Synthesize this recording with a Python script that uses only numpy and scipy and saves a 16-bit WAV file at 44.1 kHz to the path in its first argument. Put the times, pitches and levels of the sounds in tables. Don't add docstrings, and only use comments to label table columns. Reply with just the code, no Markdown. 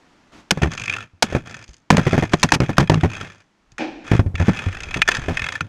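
import sys
import numpy as np
from scipy import signal
from scipy.fft import rfft, irfft
from scipy.io import wavfile

SR = 44100
rng = np.random.default_rng(int(sys.argv[2]) if len(sys.argv) > 2 else 0)


def int16_out(signal):
    q = np.round(np.clip(np.atleast_2d(signal).T, -1, 1) * 32767)
    wavfile.write(sys.argv[1], SR, q.astype(np.int16))


N = 250869
SCENE_S = np.arange(N) / SR
T = np.arange(SR // 2) / SR


def undb(db):
    return 10 ** (np.asarray(db) / 20)


def unit(x):
    return x / np.sqrt(np.mean(x ** 2))


def burst_unit(x):
    return x / np.sqrt(np.sum(x ** 2) / (SR / 100))


def fade(t60_s):
    return np.exp(-np.log(1000) * T / t60_s)


def add(out, start_s, x):
    i = int(start_s * SR)
    out[i:i + len(x)] += x[:len(out) - i]


def colour(x, spectrum):
    size = 4096
    hz, db = np.transpose(spectrum)
    bins_hz = np.maximum(np.arange(size // 2 + 1) * SR / size, 1)
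    gain = undb(np.interp(np.log(bins_hz), np.log(hz), db))
    cepstrum = irfft(np.log(gain))
    cepstrum[1:size // 2] *= 2
    cepstrum[size // 2 + 1:] = 0
    return signal.fftconvolve(x, irfft(np.exp(rfft(cepstrum))))[:len(x)]


def noise(spectrum, length=N):
    return unit(colour(rng.standard_normal(length), spectrum))


def ring(modes, scatter_db, detune):
    chance = rng.standard_normal((len(modes), 2))
    return sum(undb(db + scatter_db * a) * fade(t60_s) * np.sin(2 * np.pi * hz * (1 + detune * b) * T)
               for (hz, db, t60_s), (a, b) in zip(modes, chance))


def grains(length, per_s, spread_db):
    present = rng.random(length) < per_s / SR
    sizes = undb(spread_db * np.minimum(rng.exponential(size=length), 4))
    return present * sizes * rng.choice([-1, 1], length)


def stroke(start_s, length_s, change_db, attack_s=.006, release_t60_s=.13):
    t = np.maximum(SCENE_S - start_s, 0)
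    attack = 1 - np.exp(-t / attack_s)
    release = np.exp(-np.log(1000) * np.maximum(t - length_s, 0) / release_t60_s)
    return attack * undb(change_db * np.minimum(t / length_s, 1)) * release


# frequency in Hz, level in dB.
AIR_SPECTRUM = [(20, 0), (60, -7), (150, -3), (300, 0), (480, -10), (750, -8), (1400, -10), (2600, -15),
                (4000, -20), (6300, -22), (9000, -31), (15000, -40)]
# time in seconds, level in dB.
AIR_LEVELS = [(0, -55), (.5, -57), (.6, -64), (3.5, -63), (5.69, -61)]
def outdoor_air():
    level = undb(np.interp(SCENE_S, *np.transpose(AIR_LEVELS)))
    swish = undb(-48) * stroke(start_s=.318, length_s=.085, change_db=0)
    return (level + swish) * noise(AIR_SPECTRUM)


# time in seconds, level in dB.
BUFFET_LEVELS = [(3.6, -68), (3.72, -56), (4.6, -54), (4.8, -36), (4.92, -31), (5.05, -42), (5.2, -31),
                 (5.4, -32), (5.5, -60)]
def buffeting():
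    swings = noise([(12, -8), (28, 0), (50, -3), (90, -20), (250, -60), (2000, -100)])
    return swings * undb(np.interp(SCENE_S, *np.transpose(BUFFET_LEVELS), left=-100, right=-100))


def courtyard_echo(x):
    response = rng.standard_normal(len(T)) * fade(.7) * (1 - np.exp(-(T / .025) ** 2))
    response = colour(response, [(100, -5), (500, 0), (2500, -2), (7000, -9), (14000, -20)])
    return signal.fftconvolve(x, response / np.sqrt(np.sum(response ** 2)))[:N]


# frequency in Hz, level in dB.
BANG_SPECTRUM = [(59, -55), (100, -25), (194, -14), (325, 0), (416, -20), (452, -13), (698, -16),
                 (759, -10), (1170, -29), (1810, -19), (1960, -29), (2470, -17), (2790, -26), (6000, -38),
                 (14000, -79)]
# frequency in Hz, level in dB, t60 in seconds.
BANG_TONES = [(322, -33, .9), (346, -35, .7), (772, -33, .5), (846, -33, .4), (2430, -37, .3),
              (2510, -37, .3)]
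def far_bang(start_s=3.782, build_s=.022):
    swell = 1 - np.exp(-(T / build_s) ** 2)
    decay = 2 * fade(.26) + undb(-12) * fade(1.6)
    echoes = undb(-21) * noise(BANG_SPECTRUM, len(T)) * swell * decay
    snap = undb(-28) * burst_unit(colour(grains(len(T), 6000, 3) * fade(.07), GRIT_SPECTRUM))
    tones = swell * ring(BANG_TONES, scatter_db=1, detune=.003)
    taper = np.minimum(1, 10 * (T[-1] - T))
    out = np.zeros(N)
    add(out, start_s, (echoes + snap + tones) * taper)
    return out


# frequency in Hz, level in dB, t60 in seconds.
SHELL_MODES = [(830, -14, .02), (1390, -5, .02), (1600, -6, .015), (1790, 0, .025), (2100, -6, .018),
               (2400, -3, .02), (2550, -1, .03), (2950, -10, .015), (3300, -6, .025), (4500, -20, .02),
               (5090, -18, .02), (6250, -15, .03), (7000, -23, .02), (8650, -30, .02)]
# frequency in Hz, level in dB.
GRIT_SPECTRUM = [(700, -22), (1150, -7), (1600, 0), (2000, -4), (2450, -2), (2900, -10), (3300, -9),
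                 (4000, -20), (5000, -18), (6300, -15), (8500, -27), (12000, -35), (16000, -50)]
SPLINTER_SPECTRUM = [(600, -20), (1500, -8), (3300, -3), (4000, -8), (5000, 0), (5650, -7), (6250, 2.5),
                     (6900, -3), (8000, -13), (11000, -21), (15000, -44)]
HUM_SPECTRUM = [(20, -27), (60, -19), (88, -7), (106, 0), (130, -9), (200, -13), (320, -22), (700, -34),
                (3000, -62)]
HOLLOW_SPECTRUM = [(30, -32), (100, -12), (250, 0), (450, 0), (800, -3), (1200, -7), (1700, -5),
                   (2300, -22), (6000, -45)]
# start and length in seconds, then scrape, hiss, hum and change by the end in dB.
GROUND_SLIDES = [(.53, .16, -47, -60, -40, 2), (.703, .033, -32.5, -36, -39, 0),
                 (.775, .07, -43, -49, -38, 1), (.87, .17, -37, -61, -38, -4),
                 (1.245, .15, -40, -53, -38, 0), (1.45, .18, -41, -45, -41, -6),
                 (1.67, .11, -57, -46, -60, -10), (1.925, .335, -33, -43, -38, -2),
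                 (2.29, .26, -45, -47, -46, 2), (2.615, .13, -38, -57, -36, -5),
                 (2.79, .04, -32, -50, -35, -3), (2.91, .2, -42, -64, -31, -6),
                 (3.11, .16, -40, -55, -43, 4), (3.295, .115, -50, -55, -54, -5),
                 (4.042, .135, -39, -50, -48, 6), (4.37, .32, -35, -54, -38, 1),
                 (4.71, .31, -42, -61, -44, 4), (5.05, .03, -40, -54, -42, 0),
                 (5.09, .105, -30, -42, -39, -2), (5.21, .36, -36, -61, -40, -2),
                 (5.61, .08, -48, -84, -33, -8)]
def sliding():
    scrape_gain, hiss_gain, hum_gain = sum(
        np.outer(undb(levels_db), stroke(start_s, length_s, change_db))
        for start_s, length_s, *levels_db, change_db in GROUND_SLIDES)
    wait, strength = rng.random((600, 2)).T
    at = (np.cumsum(.009 + .016 * wait) * SR).astype(int)
    slips = np.zeros(N)
    slips[at[at < N]] = undb(9 * strength[at < N])
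    pressure = unit(.7 + signal.fftconvolve(slips, fade(.04))[:N])
    shell = unit(signal.fftconvolve(pressure * grains(N, 4000, 3), ring(SHELL_MODES, 1, .01))[:N])
    rasp = unit(colour(pressure * grains(N, 5000, 3), GRIT_SPECTRUM))
    hollow = unit(colour(pressure * grains(N, 3000, 3), HOLLOW_SPECTRUM))
    scrape = undb(-1.5) * shell + undb(-5) * rasp + undb(-7.5) * hollow
    shedding = .12 + signal.fftconvolve(slips, fade(.022))[:N]
    hiss = undb(-2.5) * unit(colour(shedding * grains(N, 6000, 2.5), SPLINTER_SPECTRUM))
    return scrape_gain * scrape + hiss_gain * hiss + hum_gain * noise(HUM_SPECTRUM)


def clack(db, ring_hz, splinter_db, contact_s=.003):
    modes = [(hz, mode_db + 10 * np.exp(-(np.log(hz / ring_hz) / .1) ** 2), t60_s)
             for hz, mode_db, t60_s in SHELL_MODES]
    contact = (1 - np.exp(-T / .0008)) * np.exp(-T / contact_s)
    force = contact * grains(len(T), 7000, 2.5)
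    force[0] += 1
    ringing = signal.fftconvolve(force, ring(modes, scatter_db=2, detune=.016))[:len(T)]
    low_cut = signal.butter(2, 1300, "highpass", fs=SR, output="sos")
    body = burst_unit(signal.sosfilt(low_cut, ringing))
    shedding = contact + undb(-24) * fade(.06)
    splinters = burst_unit(colour(shedding * grains(len(T), 9000, 3), SPLINTER_SPECTRUM))
    return undb(db + 1.2) * body + undb(splinter_db + .8) * splinters


# start in seconds, level in dB, favoured ring in Hz, splinter level in dB.
LOOSE_CLACKS = [(.62, -27, 1770, -38), (.633, -22, 1710, -38), (.879, -23, 2400, -44),
                (.897, -19, 2400, -36), (.925, -27, 2400, -47), (.937, -23, 2400, -43),
                (1.543, -34, 1720, -45), (1.64, -47, 2400, -46), (2.396, -41, 3300, -42),
                (2.489, -29, 1750, -41), (2.769, -31, 1720, -45), (2.874, -34, 1800, -54),
                (3.009, -33, 1350, -48), (3.211, -30, 1390, -42), (3.718, -61, 6230, -54),
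                (4.354, -28, 2550, -44), (4.571, -30, 2400, -40), (4.59, -26, 2400, -46),
                (4.804, -33, 2400, -40), (4.833, -31, 2400, -36), (4.942, -21, 2400, -38),
                (4.97, -29, 1400, -38), (5.018, -10, 2540, -34), (5.077, -17, 1820, -26),
                (5.087, -11.5, 1830, -22), (5.116, -21, 1810, -31), (5.149, -22, 1810, -30),
                (5.168, -26, 1790, -34), (5.522, -28, 1800, -37), (5.554, -23, 1780, -44),
                (5.607, -20, 1390, -39)]
# start in seconds, count, gap in seconds, level in dB,
# change per clack in dB, favoured ring in Hz, splinter level in dB.
RATCHET_RUNS = [(.776, 5, .0205, -31, -.2, 2400, -38), (.965, 4, .02, -28, -3, 1400, -45),
                (3.1, 5, .017, -37, .2, 1500, -48), (4.727, 3, .021, -35, .3, 1610, -52),
                (4.886, 2, .024, -34, 3, 2500, -52), (5.371, 6, .0235, -22.5, -.2, 2000, -41)]
def clatter(jitter_s=.0006, scatter_db=1.2):
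    out = np.zeros(N)
    for start_s, db, ring_hz, splinter_db in LOOSE_CLACKS:
        add(out, start_s, clack(db, ring_hz, splinter_db))
    for start_s, count, gap_s, db, step_db, ring_hz, splinter_db in RATCHET_RUNS:
        for k, (late, force) in enumerate(rng.standard_normal((count, 2))):
            change_db = k * step_db + scatter_db * force
            sound = clack(db + change_db, ring_hz, splinter_db + change_db)
            add(out, start_s + k * gap_s + jitter_s * late, sound)
    return out


def clunk(db, below_hz=2200):
    force = (1 - np.exp(-T / .0006)) * fade(.05) * grains(len(T), 5000, 2.5)
    modes = [mode for mode in SHELL_MODES if mode[0] < below_hz]
    response = ring(modes, scatter_db=2, detune=.04) * fade(.02)
    return undb(db) * burst_unit(signal.fftconvolve(force, response)[:len(T)])


# frequency in Hz, level in dB, t60 in seconds.
MOUNT_MODES = [(104, -21, .26), (158, -14, .14), (235, -14, .075), (340, -17, .04)]
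# frequency in Hz, level in dB.
CRUNCH_SPECTRUM = [(130, -10), (250, 5), (350, 5), (520, 0), (680, -1), (1100, -8), (1600, -13),
                   (3000, -38)]
def knock(db, hz, t60_s, crunch_db, grit_db):
    swing = fade(t60_s) * np.sin(2 * np.pi * hz * T)
    push = 1 - np.exp(-T / .0008)
    thump = undb(.3) * push * (swing + ring(MOUNT_MODES, scatter_db=2.5, detune=.04))
    contact = (1 - np.exp(-T / .0006)) * (fade(.04) + undb(-23) * fade(.13))
    force = contact * grains(len(T), 6000, 3)
    crunch = undb(crunch_db + 5.5) * burst_unit(colour(force, CRUNCH_SPECTRUM))
    grit = undb(grit_db - .5) * burst_unit(colour(force, GRIT_SPECTRUM))
    return undb(db) * (thump + crunch + grit)


# thump t60 in seconds, then crunch, grit and shell in dB relative to the blow.
HARD_CONTACT, SOFT_CONTACT = np.array([(.05, -13.5, -21, -17), (.14, -34, -44, -37)])
# start in seconds, level in dB, thump in Hz, softness 0-1, contacts, gap in seconds.
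HOUSING_BLOWS = [(.519, -13, 190, .15, 1, .015), (.573, -16, 155, .1, 1, .015),
                 (.617, -13, 156, .05, 1, .015), (.629, -5.5, 108, .15, 4, .014),
                 (1.135, -40, 90, .9, 1, .015), (1.238, -15, 210, .15, 1, .015),
                 (1.324, -16, 100, 0, 1, .015), (1.349, -8, 125, .05, 2, .014),
                 (1.69, -31, 58, .8, 1, .015), (1.906, -2, 185, .15, 3, .0195),
                 (1.98, -5.5, 170, 0, 2, .012), (2.066, -6.5, 140, 0, 2, .008),
                 (2.129, -6.5, 145, 0, 3, .011), (2.178, -7, 145, 0, 2, .008), (2.224, -9, 140, 0, 2, .011),
                 (2.338, -7, 172, .05, 1, .015), (2.442, -8, 170, .05, 1, .015),
                 (2.533, -11, 150, .1, 2, .026), (2.602, -6, 145, .1, 3, .016),
                 (2.692, -10, 175, .1, 2, .009), (2.782, -3.5, 165, .05, 4, .015),
                 (2.898, -3.5, 140, .1, 5, .019), (3.033, -4, 130, .2, 3, .012),
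                 (3.211, -27, 160, 0, 2, .02), (3.722, -44, 120, .7, 1, .015),
                 (4.115, -3, 130, .15, 3, .018), (4.193, -1, 104, .4, 1, .015), (4.262, -9, 92, 1, 1, .015),
                 (4.343, -14, 85, .9, 1, .015), (4.4, -7, 94, .3, 3, .012),
                 (4.482, -3.5, 185, .25, 2, .009), (4.666, -10, 94, 1, 1, .015),
                 (4.87, -24, 70, .9, 2, .02), (4.96, -18, 145, 0, 3, .016), (5.185, -20, 130, .4, 1, .015),
                 (5.283, -12, 112, 0, 4, .012), (5.42, -23, 70, .9, 1, .015),
                 (5.611, -21, 150, .2, 1, .015)]
def tumbling(bounce_loss_db=2.0, bounce_softening=.11):
    out = np.zeros(N)
    for start_s, first_db, hz, first_softness, count, gap_s in HOUSING_BLOWS:
        for k in range(count):
            softness = min(first_softness + k * bounce_softening, 1)
            t60_s, crunch_db, grit_db, shell_db = (1 - softness) * HARD_CONTACT + softness * SOFT_CONTACT
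            db = first_db - k * bounce_loss_db
            thump_hz = hz * (1 + .06 * min(k, 1) * rng.standard_normal())
            sound = knock(db, thump_hz, t60_s, crunch_db, grit_db) + clunk(db + shell_db)
            add(out, start_s + k * gap_s, sound)
    return out


# frequency in Hz, level in dB.
RUMBLE_SPECTRUM = [(20, 0), (45, -1), (70, -6), (112, 1), (210, -2), (320, -13), (700, -22), (1200, -34),
                   (3000, -50)]
def housing_rumble(relative_db=-25, t60_s=.55):
    power = np.zeros(N)
    for start_s, db, *_ in HOUSING_BLOWS:
        add(power, start_s, (undb(db + relative_db) * fade(t60_s)) ** 2)
    return np.sqrt(power) * noise(RUMBLE_SPECTRUM)


# frequency in Hz, level in dB.
CRACK_SPECTRUM = [(150, -10), (300, -3), (450, -5), (700, -2), (1050, 1), (1350, -2), (1600, 1), (2000, -5),
                  (2500, 0), (3800, -6), (6500, -3), (9000, -12), (12000, -13), (16000, -24)]
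# start in seconds, level in dB, crush time in seconds, treble corner in Hz, tail in dB.
BRITTLE_BREAKS = [(0.508, -7, .007, 7000, -22), (1.224, -6, .007, 7000, -11), (1.903, -3.5, .007, 800, -15),
                  (1.916, -22, .003, 9000, -14), (1.969, -11, .003, 3500, -17),
                  (2.321, -31, .012, 1500, -6), (2.334, -9, .009, 450, -15), (2.430, -7, .008, 5500, -8),
                  (2.520, -4, .005, 1800, -10), (2.537, -15, .017, 4200, -22), (2.603, -16, .002, 500, -16),
                  (2.782, -2, .002, 1000, -22), (2.802, -17, .009, 1200, -15),
                  (2.897, -9.5, .005, 550, -16), (2.943, -15, .003, 1000, -18),
                  (5.086, -14, .005, 1200, -14)]
def cracking():
    out = np.zeros(N)
    for start_s, db, crush_s, corner_hz, tail_db in BRITTLE_BREAKS:
        crushing = 1 / (1 + (T / crush_s) ** 12)
        force = grains(len(T), 16000, 2.5) * (crushing + undb(tail_db) * fade(.075))
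        soften = signal.butter(1, corner_hz, fs=SR, output="sos")
        fractures = signal.sosfilt(soften, colour(force, CRACK_SPECTRUM))
        crush_rms = np.sqrt(np.sum(fractures ** 2 * crushing) / np.sum(crushing))
        add(out, start_s, undb(db + 3.5) * np.tanh(.85 * fractures / crush_rms))
    return out


def scene():
    near = sliding() + clatter() + tumbling() + housing_rumble() + cracking()
    background = outdoor_air() + buffeting() + undb(-43) * courtyard_echo(near) + far_bang()
    return (background + near)[None]


def record(dry, muffle_hz=9000, low_cut_hz=22, top_hz=15800):
    muffle = signal.butter(2, muffle_hz, fs=SR, output="sos")
    low_cut = signal.butter(1, low_cut_hz, "highpass", fs=SR, output="sos")
    top_cut = signal.ellip(8, .2, 70, top_hz, fs=SR, output="sos")
    heard = signal.sosfilt(low_cut, signal.sosfilt(muffle, dry))
    return signal.sosfilt(top_cut, np.clip(heard, -1, 1))


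dry = scene()
out = record(dry)
int16_out(out)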